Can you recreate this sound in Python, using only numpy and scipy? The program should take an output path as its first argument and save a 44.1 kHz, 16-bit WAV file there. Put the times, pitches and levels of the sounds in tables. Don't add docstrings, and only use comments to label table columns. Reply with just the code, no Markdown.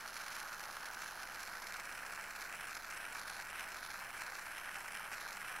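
import sys
import numpy as np
from scipy import signal
from scipy.fft import rfft, irfft, next_fast_len
from scipy.io import wavfile
from scipy.ndimage import uniform_filter1d, map_coordinates

SR = 44100
rng = np.random.default_rng(int(sys.argv[2]) if len(sys.argv) > 2 else 0)


def inscribe(sig):
    pcm = np.round(np.clip(np.atleast_2d(sig).T, -1, 1) * 32767)
    wavfile.write(sys.argv[1], SR, pcm.astype(np.int16))


def voltage_ratio(decibels):
    exponent = np.asarray(decibels, float) / 20
    return 10 ** exponent


N = 246959
T_S = np.arange(N) / SR
MEAN_HEIGHT_CM = 4.6


def unit(x):
    return x / np.sqrt(np.mean(x ** 2) + 1e-20)


def along(points, hz):
    f, v = np.transpose(points)
    return np.interp(np.log(hz + 1), np.log(f + 1), v)


def modes_db(modes, hz):
    return sum(db / (1 + ((hz - centre) / width * 2) ** 2) for centre, width, db in modes)


def wobble(rate_hz):
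    return map_coordinates(rng.standard_normal(N // 64), [T_S * rate_hz])


def coloured(x, level_db, lag=1, turn_rad=0):
    size = next_fast_len(N + 8192)
    gain = voltage_ratio(level_db(np.fft.rfftfreq(size, 1 / SR)))
    cepstrum = irfft(np.log(gain), size)
    cepstrum[1:size // 2] *= 2
    cepstrum[size // 2 + 1:] = 0
    response = rfft(cepstrum)
    transfer = np.exp(response.real + 1j * (lag * response.imag + turn_rad))
    return irfft(rfft(x, size) * transfer, size)[..., :N]


def wide_noise(level_db, width):
    mid = coloured(rng.standard_normal(N), level_db)
    side = coloured(rng.standard_normal(N), lambda hz: level_db(hz) + along(width, hz))
    return unit(np.array([mid + side, mid - side]))


def workshop():
    # f/Hz, level/dB
    air = [(5, -10), (14, -17), (25, -19), (42, -18), (52, -19), (80, -19), (108, -11), (166, -13),
           (198, -9), (238, -12), (376, -11), (408, -13), (700, -4), (910, -34), (1540, -120)]
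    # f/Hz, side re mid/dB
    air_width = [(30, -55), (60, -30), (90, -20), (160, -13.5), (600, -16.5)]
    # f/Hz, peak/dB, growth/(dB/s), phase drift/rad
    partials = [(14.12, -65, 0, .05), (28.24, -77, 0, .1), (42.4, -76, 0, .2), (59.2, -72, 0, .4),
                (119.9, -76, 2, .3), (156, -84, -1, 1.2), (193.0, -78.5, 0, 1.4)]
    loudest_s, sag_db_per_s2 = 2.7, .8
    hum = np.zeros(N)
    for hz, db, growth_db_per_s, drift_rad in partials:
        level_db = db + growth_db_per_s * (T_S - 4.5) + 1.2 * wobble(1.9)
        if 50 < hz < 70:
            level_db -= sag_db_per_s2 * (T_S - loudest_s) ** 2
        hum += voltage_ratio(level_db) * np.sin(2 * np.pi * hz * T_S + drift_rad * wobble(5))
    return hum + voltage_ratio(-63.5) * wide_noise(lambda hz: along(air, hz), air_width)


def room(x, side_db):
    # f/Hz, t60/s
    decay = [(300, 1), (2000, 0.057), (10000, 0.96)]
    hz, t_s, z = signal.stft(rng.standard_normal((2, SR // 3)), SR, nperseg=256)
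    fading = voltage_ratio(-60 * t_s / along(decay, hz)[:, None])
    mid, side = signal.istft(z * fading, SR, nperseg=256)[1]
    tail = np.array([mid + voltage_ratio(side_db) * side, mid - voltage_ratio(side_db) * side])
    delayed = np.pad(x, (60, 0))[None]
    return signal.fftconvolve(delayed, tail / np.linalg.norm(mid), axes=1)[:, :N]


def height_cm():
    # t/s, height/cm
    turning_points = [(0.0, 4.8), (1.45, 4.8), (2.02, 4.36), (2.24, 4.4), (2.419, 4.8), (2.6, 4.16),
                      (2.797, 4.87), (3.02, 4.12), (3.28, 5.0), (3.58, 4.12), (3.86, 4.97), (4.1, 4.2),
                      (4.3, 4.82), (4.6, 4.12), (4.829, 4.35), (5.052, 4.16), (5.249, 4.92), (5.45, 4.2)]
    s, cm = np.transpose(turning_points)
    index = np.arange(len(s))
    step = np.interp(T_S, s, index)
    eased = np.floor(step) + (1 - np.cos(np.pi * (step % 1))) / 2
    return np.interp(eased, index, cm)


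def vigour():
    # t/s, swell/dB, length/s
    flares = [(0.16, 5, .05), (0.36, 4, .2), (0.64, 2, .05), (0.86, 2, .05), (1.02, 3.5, .08),
              (1.42, 3, .08), (1.73, 3, .14), (2.42, 3, .08), (2.75, 2, .08), (2.93, 3, .05), (3.15, 5, .1),
              (3.29, 3, .06), (3.61, 4.5, .05), (4.04, 3, .05), (4.22, 3, .06), (4.58, 3, .03),
              (4.78, 3, .06), (4.95, 3, .06), (5.14, 5, .04), (5.3, 3, .12), (5.49, 1, .06)]
    # t/s, dip/dB
    falters = [(0.12, -5), (0.57, -5), (1.27, -5), (1.5, -3.5), (1.84, -4), (2.28, -5), (2.36, -3),
               (2.58, -4), (2.86, -4.5), (3.09, -6), (3.235, -7), (3.5, -3), (4.119, -5), (4.55, -4),
               (4.619, -5.5), (4.72, -5), (5.09, -6)]
    falter_s = .04
    lift_cm = height_cm() - MEAN_HEIGHT_CM
    moments = flares + [(s, db, falter_s) for s, db in falters]
    surge_db = sum(db * np.exp(-(2 * (T_S - s) / length_s) ** 2) for s, db, length_s in moments)
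    roar_db = -48 - 1.1 * lift_cm + 0.24 * surge_db
    crackle_db = -55.5 + 0.5 * lift_cm + 0.4 * surge_db
    hiss_db = -51.5 - 1.1 * lift_cm + 0.21 * surge_db
    return roar_db, crackle_db, hiss_db


def tube_db(hz):
    # f/Hz, width/Hz, peak/dB
    tube_modes = [(4160, 350, 5), (5230, 300, 6), (6300, 350, 4), (7300, 350, 2), (8400, 350, 4),
                  (9450, 300, 5), (10500, 350, 3), (11500, 300, 5), (12650, 350, 4), (13600, 350, 6),
                  (14700, 350, 6)]
    return modes_db(tube_modes, hz)


def patches(x, depth_db):
    z = signal.stft(x, nperseg=512)[2]
    field = uniform_filter1d(rng.standard_normal(z.shape[1:]), 5, 0)
    field = uniform_filter1d(field, 40, 1)
    return signal.istft(z * voltage_ratio(depth_db * unit(field)), nperseg=512)[1][:, :N]


def gas():
    # f/Hz, level/dB
    jet_colour = [(1500, -30), (3000, -12), (5000, -3), (7000, -6), (8700, -9), (9600, -1), (11400, -1),
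                  (12200, -5), (14000, -6.5), (15900, -6)]
    # f/Hz, side re mid/dB
    jet_width = [(3000, 6.5), (4200, -22), (6000, -16), (8400, 6.5), (11000, -22), (12600, -13),
                 (15000, -24)]
    hiss_db = vigour()[2]
    jet = wide_noise(lambda hz: along(jet_colour, hz) + tube_db(hz), jet_width)
    turning = patches(jet, depth_db=2.2)
    return voltage_ratio(hiss_db - 10.0) * unit(turning)


def puffs():
    # t/s, swell/dB, length/s
    gas_puffs = [(0.1423, 7.5, 0.004), (0.1679, 7.5, 0.005), (0.2437, 6.5, 0.007), (0.2665, 7.5, 0.005),
                 (0.284, 7.5, 0.005), (0.3079, 7.5, 0.006), (0.353, 7.5, 0.013), (0.366, 7.0, 0.005),
                 (0.402, 10.5, 0.005), (0.4293, 8.5, 0.005), (0.6379, 7.5, 0.005), (0.6555, 7, 0.004),
                 (0.7684, 7, 0.004), (0.859, 7, 0.008), (1.0203, 7, 0.011), (1.0794, 7, 0.01),
                 (1.11, 7.5, 0.005), (1.2334, 9.0, 0.0046), (1.2748, 7, 0.004), (1.4063, 7, 0.008),
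                 (1.4772, 7, 0.004), (1.6223, 7.0, 0.005), (1.6707, 7, 0.008), (1.7237, 7.5, 0.005),
                 (1.7417, 8, 0.006), (1.7673, 7.5, 0.005), (1.9644, 7, 0.005), (2.4208, 6.5, 0.014),
                 (2.5281, 6.5, 0.004), (2.6546, 7.5, 0.007), (2.7096, 7, 0.006), (2.7507, 8, 0.008),
                 (2.7714, 7.5, 0.008), (3.0528, 7, 0.006), (3.128, 8, 0.008), (3.148, 7, 0.008),
                 (3.195, 7, 0.008), (3.216, 7, 0.005), (3.2793, 8, 0.01), (3.3004, 7.5, 0.006),
                 (3.313, 7.5, 0.005), (3.5971, 7.5, 0.005), (3.6088, 6.5, 0.005), (3.632, 6.5, 0.013),
                 (3.693, 7.0, 0.005), (3.7463, 7.5, 0.008), (3.7879, 6.5, 0.005), (3.9061, 6.5, 0.005),
                 (4.2663, 6.5, 0.006), (4.5821, 7, 0.01), (4.9521, 7.5, 0.005), (4.973, 7.5, 0.005),
                 (5.1321, 7.5, 0.006), (5.2103, 7, 0.012), (5.252, 6.5, 0.005), (5.2879, 8, 0.005),
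                 (5.3078, 7.5, 0.005), (5.3293, 9.5, 0.005), (5.48, 7.5, 0.005), (5.565, 7, 0.006),
                 (0.0093, 5.5, 0.005), (0.0787, 6, 0.005), (0.2167, 6.5, 0.006), (0.3206, 6, 0.009),
             (0.3866, 6, 0.005), (0.4864, 6.5, 0.005), (0.5324, 6.5, 0.009), (0.5957, 6.0, 0.005),
             (0.6092, 5.5, 0.005), (0.7123, 5.5, 0.005), (0.7289, 6.0, 0.004), (0.936, 6, 0.005),
             (0.949, 6.0, 0.012), (0.9928, 5.5, 0.005), (1.0434, 6.5, 0.005), (1.3451, 6, 0.005),
             (1.3584, 5.0, 0.004), (1.396, 5.5, 0.006), (1.4322, 6, 0.006), (1.6015, 6, 0.005),
             (1.6415, 5.5, 0.005), (1.8579, 7, 0.004), (1.9251, 5.5, 0.005), (2.1572, 5.5, 0.008),
             (2.3079, 6.5, 0.005), (2.3626, 6, 0.006), (2.4099, 5.5, 0.004), (2.4406, 6, 0.005),
             (2.452, 5, 0.005), (2.5522, 5.5, 0.013), (2.6108, 6.5, 0.006), (2.729, 6, 0.005),
             (2.8336, 5, 0.004), (2.8481, 6.5, 0.005), (2.9096, 6, 0.012), (2.9391, 6, 0.004),
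             (2.976, 6, 0.007), (3.1674, 6, 0.005), (3.1868, 6.5, 0.004), (3.3552, 5.5, 0.008),
             (3.3677, 6.5, 0.004), (3.4234, 6, 0.005), (3.5028, 5, 0.006), (3.558, 5.5, 0.006),
             (3.7697, 5.5, 0.005), (3.851, 5.5, 0.005), (3.8627, 6, 0.005), (4.1807, 6.5, 0.01),
             (4.2187, 6, 0.008), (4.2346, 6.5, 0.005), (4.3519, 6.5, 0.01), (4.394, 6, 0.007),
             (4.5181, 6, 0.005), (4.7546, 5.5, 0.017), (4.8064, 5.5, 0.007), (4.8714, 5.5, 0.005),
             (4.9977, 5.5, 0.004), (5.1426, 5.5, 0.009), (5.4077, 6, 0.005), (5.528, 5, 0.004),
                 (0.0868, 5.5, 0.004), (0.157, 7.0, 0.004), (0.1749, 7.5, 0.004), (0.199, 6.0, 0.004),
             (0.285, 7.5, 0.004), (0.3295, 7.0, 0.004), (0.41, 6.0, 0.004), (0.8868, 6.5, 0.004),
             (1.1096, 7.5, 0.004), (1.4614, 6.5, 0.004), (1.6784, 6.0, 0.004), (1.7686, 8.0, 0.004),
             (1.7997, 6.5, 0.004), (1.8551, 7.0, 0.004), (1.9508, 6.0, 0.004), (1.9777, 6.0, 0.004),
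             (2.0646, 6.5, 0.004), (2.1266, 5.5, 0.004), (2.1502, 6.5, 0.004), (2.2115, 6.0, 0.004),
             (2.3527, 6.0, 0.004), (2.3621, 7.0, 0.004), (2.5262, 7.0, 0.004), (2.5886, 6.0, 0.004),
             (2.6545, 7.5, 0.004), (2.6716, 6.0, 0.004), (2.6843, 6.5, 0.004), (3.0132, 6.0, 0.004),
             (3.3659, 7.5, 0.004), (3.4011, 6.0, 0.004), (3.4117, 6.0, 0.004), (3.4241, 7.0, 0.004),
             (3.6924, 7.5, 0.004), (3.7705, 7.0, 0.004), (3.8394, 6.5, 0.004), (3.9346, 6.0, 0.004),
             (3.9743, 6.0, 0.004), (3.9918, 6.0, 0.004), (4.1806, 7.5, 0.004), (4.2105, 7.0, 0.004),
             (4.3749, 5.5, 0.004), (4.4126, 6.5, 0.004), (4.4663, 6.0, 0.004), (4.5182, 7.0, 0.004),
             (4.5705, 6.5, 0.004), (4.657, 6.5, 0.004), (4.7449, 6.5, 0.004), (4.7633, 6.5, 0.004),
             (4.881, 6.5, 0.004), (4.9231, 6.5, 0.004), (4.9452, 6.0, 0.004), (5.1304, 8.0, 0.004),
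             (5.1828, 6.0, 0.004), (5.251, 7.5, 0.004), (5.2789, 6.0, 0.004), (5.3296, 8.5, 0.004),
             (5.371, 6.5, 0.004), (5.4078, 7.0, 0.004), (5.4809, 7.5, 0.004), (5.5171, 6.5, 0.004)]
    half = 1024
    swell_db = np.zeros(N + 2 * half)
    near_s = np.arange(-half, half) / SR
    for s, db, length_s in gas_puffs:
        start = round(s * SR)
        span = slice(start, start + 2 * half)
        bell_db = db * np.exp(-(near_s / (.52 * length_s)) ** 2)
        swell_db[span] = np.maximum(swell_db[span], bell_db)
    return swell_db[half:N + half]


def crackle(level_db, flutter_db, count, spread_db):
    # t/s, peak/dB
    loud_pops = [(0.1425, -37), (0.1666, -36), (0.2653, -37), (0.3076, -37), (0.3529, -37), (0.4022, -34),
                 (0.4308, -37), (0.4926, -36), (0.6367, -36), (0.768, -37), (0.8576, -37), (1.0172, -38),
                 (1.1103, -36), (1.2333, -37), (1.4756, -37), (1.6228, -36), (1.7233, -36), (1.768, -35),
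                 (1.8545, -37), (2.3065, -38), (2.5257, -37), (2.7709, -37), (3.1284, -35), (3.2791, -37),
                 (3.5977, -37), (4.2359, -37), (4.9219, -37), (5.3077, -36), (5.4803, -35), (5.5655, -37)]
    # f/Hz, level/dB
    pop_colour = [(100, -70), (300, -20.5), (900, -5), (1500, 1), (2500, 11), (3800, -0.5), (6000, -8),
                  (8000, -5.5), (10500, -5.5), (12000, -18.5), (13500, -12), (15900, -20)]
    inverted_share = .3
    place, size, kind = rng.random((count, 3)).T
    density = np.cumsum(voltage_ratio(1.2 * level_db + flutter_db))
    at = np.searchsorted(density / density[-1], place).clip(0, N - 1)
    sizes_db = np.minimum(-spread_db * np.log(size + 1e-9), 8.5)
    sign = np.where(kind < inverted_share, -1, 1)
    shocks = np.bincount(at, sign * voltage_ratio(sizes_db - 37.5), N)
    s, peak_db = np.transpose(loud_pops)
    shocks += np.bincount(np.round(s * SR).astype(int), voltage_ratio(peak_db + 6.0), N)[:N]
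    return coloured(shocks, lambda hz: along(pop_colour, hz) + .9 * tube_db(hz), lag=.5, turn_rad=np.pi / 2)


def echo(x, detour_cm, slope, spread_cm):
    path_cm = detour_cm + slope * (height_cm() - MEAN_HEIGHT_CM)
    path_cm = path_cm + .15 * wobble(7) + .06 * wobble(60)
    path_cm = path_cm + np.array([[spread_cm], [-spread_cm]])
    late = np.arange(N) - path_cm / 34300 * SR
    return map_coordinates(x, [late], order=3)


def burn():
    # f/Hz, density/(dB/Hz)
    roar_colour = [(200, -30.5), (320, -22.5), (525, -21), (854, -2.5), (977, -4), (1250, 0.5), (1550, 6),
                   (2000, -3.5), (2400, -6.5), (3000, -2.5), (3500, -18), (4260, -15.5), (5500, -29.5),
                   (8000, -57.5)]
    roar_db, crackle_db, _ = vigour()
    eddies = .3 * wobble(40) + .7 * wobble(110) + .85 * wobble(230)
    eddies -= uniform_filter1d(eddies, size=SR // 16)
    puffs_db = puffs()
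    swell = voltage_ratio(0.88 * eddies + 0.12 * puffs_db + 2.9 * wobble(400))
    roar = unit(coloured(swell * rng.standard_normal(N), lambda hz: along(roar_colour, hz)))
    flutter_db = np.minimum(2.2 * eddies + 2.7 * puffs_db, 22)
    return voltage_ratio(roar_db - 1.5) * roar + crackle(crackle_db, flutter_db, count=5600, spread_db=3.0)


def flame():
    burning = burn()
    block = 0.36 * echo(burning, detour_cm=5.05, slope=3.8, spread_cm=0.017)
    housing = 0.28 * echo(burning, detour_cm=6.05, slope=0, spread_cm=0.034)
    turned_s, turn_s = 1.43, 0.051
    turned = 1 / (1 + np.exp((turned_s - T_S) / turn_s))
    near = 0.24 * echo(burning, detour_cm=10.59 + 3.57 * turned, slope=4.2, spread_cm=0.076)
    far = 0.19 * turned * echo(burning, detour_cm=18.32, slope=0.8, spread_cm=0.14)
    low = np.clip(.55 - 0.62 * (height_cm() - MEAN_HEIGHT_CM), 0, 1)
    piece = low * (near + far)
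    hand_s, hand_stays_s, hand_db = .95, 1, -0.5
    reach = np.exp(-((T_S - hand_s) / hand_stays_s) ** 4)
    shade_db = np.outer([hand_db, -hand_db], reach) / 2
    return (burning + block + housing + piece) * voltage_ratio(shade_db)


def scene():
    fire = flame()
    answer = voltage_ratio(-14.0) * room(fire.mean(axis=0), side_db=-10.5)
    return workshop() + gas() + answer + fire


def low_pass(x):
    return signal.sosfilt(signal.butter(12, 16460, fs=SR, output="sos"), x)


def record(dry):
    # f/Hz, left re right/dB
    ports = [(60, 0.0), (110, 0.0), (200, 0.0), (380, -1.0), (700, -0.5), (1290, -0.6), (1800, -1.3),
             (2600, -0.2), (4400, -3.8), (8120, -2.3), (15000, -1)]
    # f/Hz, width/Hz, peak/dB
    housing_modes = [(1570, 77, -1.5), (1644, 270, 1), (2190, 120, -1), (2274, 175, 2.5), (2480, 106, -2),
                     (2870, 130, -3), (4420, 130, 2), (5050, 160, -3.5), (5870, 440, 4), (8250, 250, -0.5),
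                     (8640, 140, 1), (11520, 160, 4.5), (12400, 310, 0.5), (13100, 500, 0.5),
                     (15050, 250, 1)]
    top_hz = 15790
    hz = np.fft.rfftfreq(N, 1 / SR)
    port_db = np.array([[.5], [-.5]]) * along(ports, hz)
    spectrum = rfft(dry) * voltage_ratio(port_db) * (hz < top_hz)
    spectrum *= voltage_ratio(modes_db(housing_modes, hz))
    return low_pass(irfft(spectrum, N))


dry = scene()
out = record(dry)
inscribe(out)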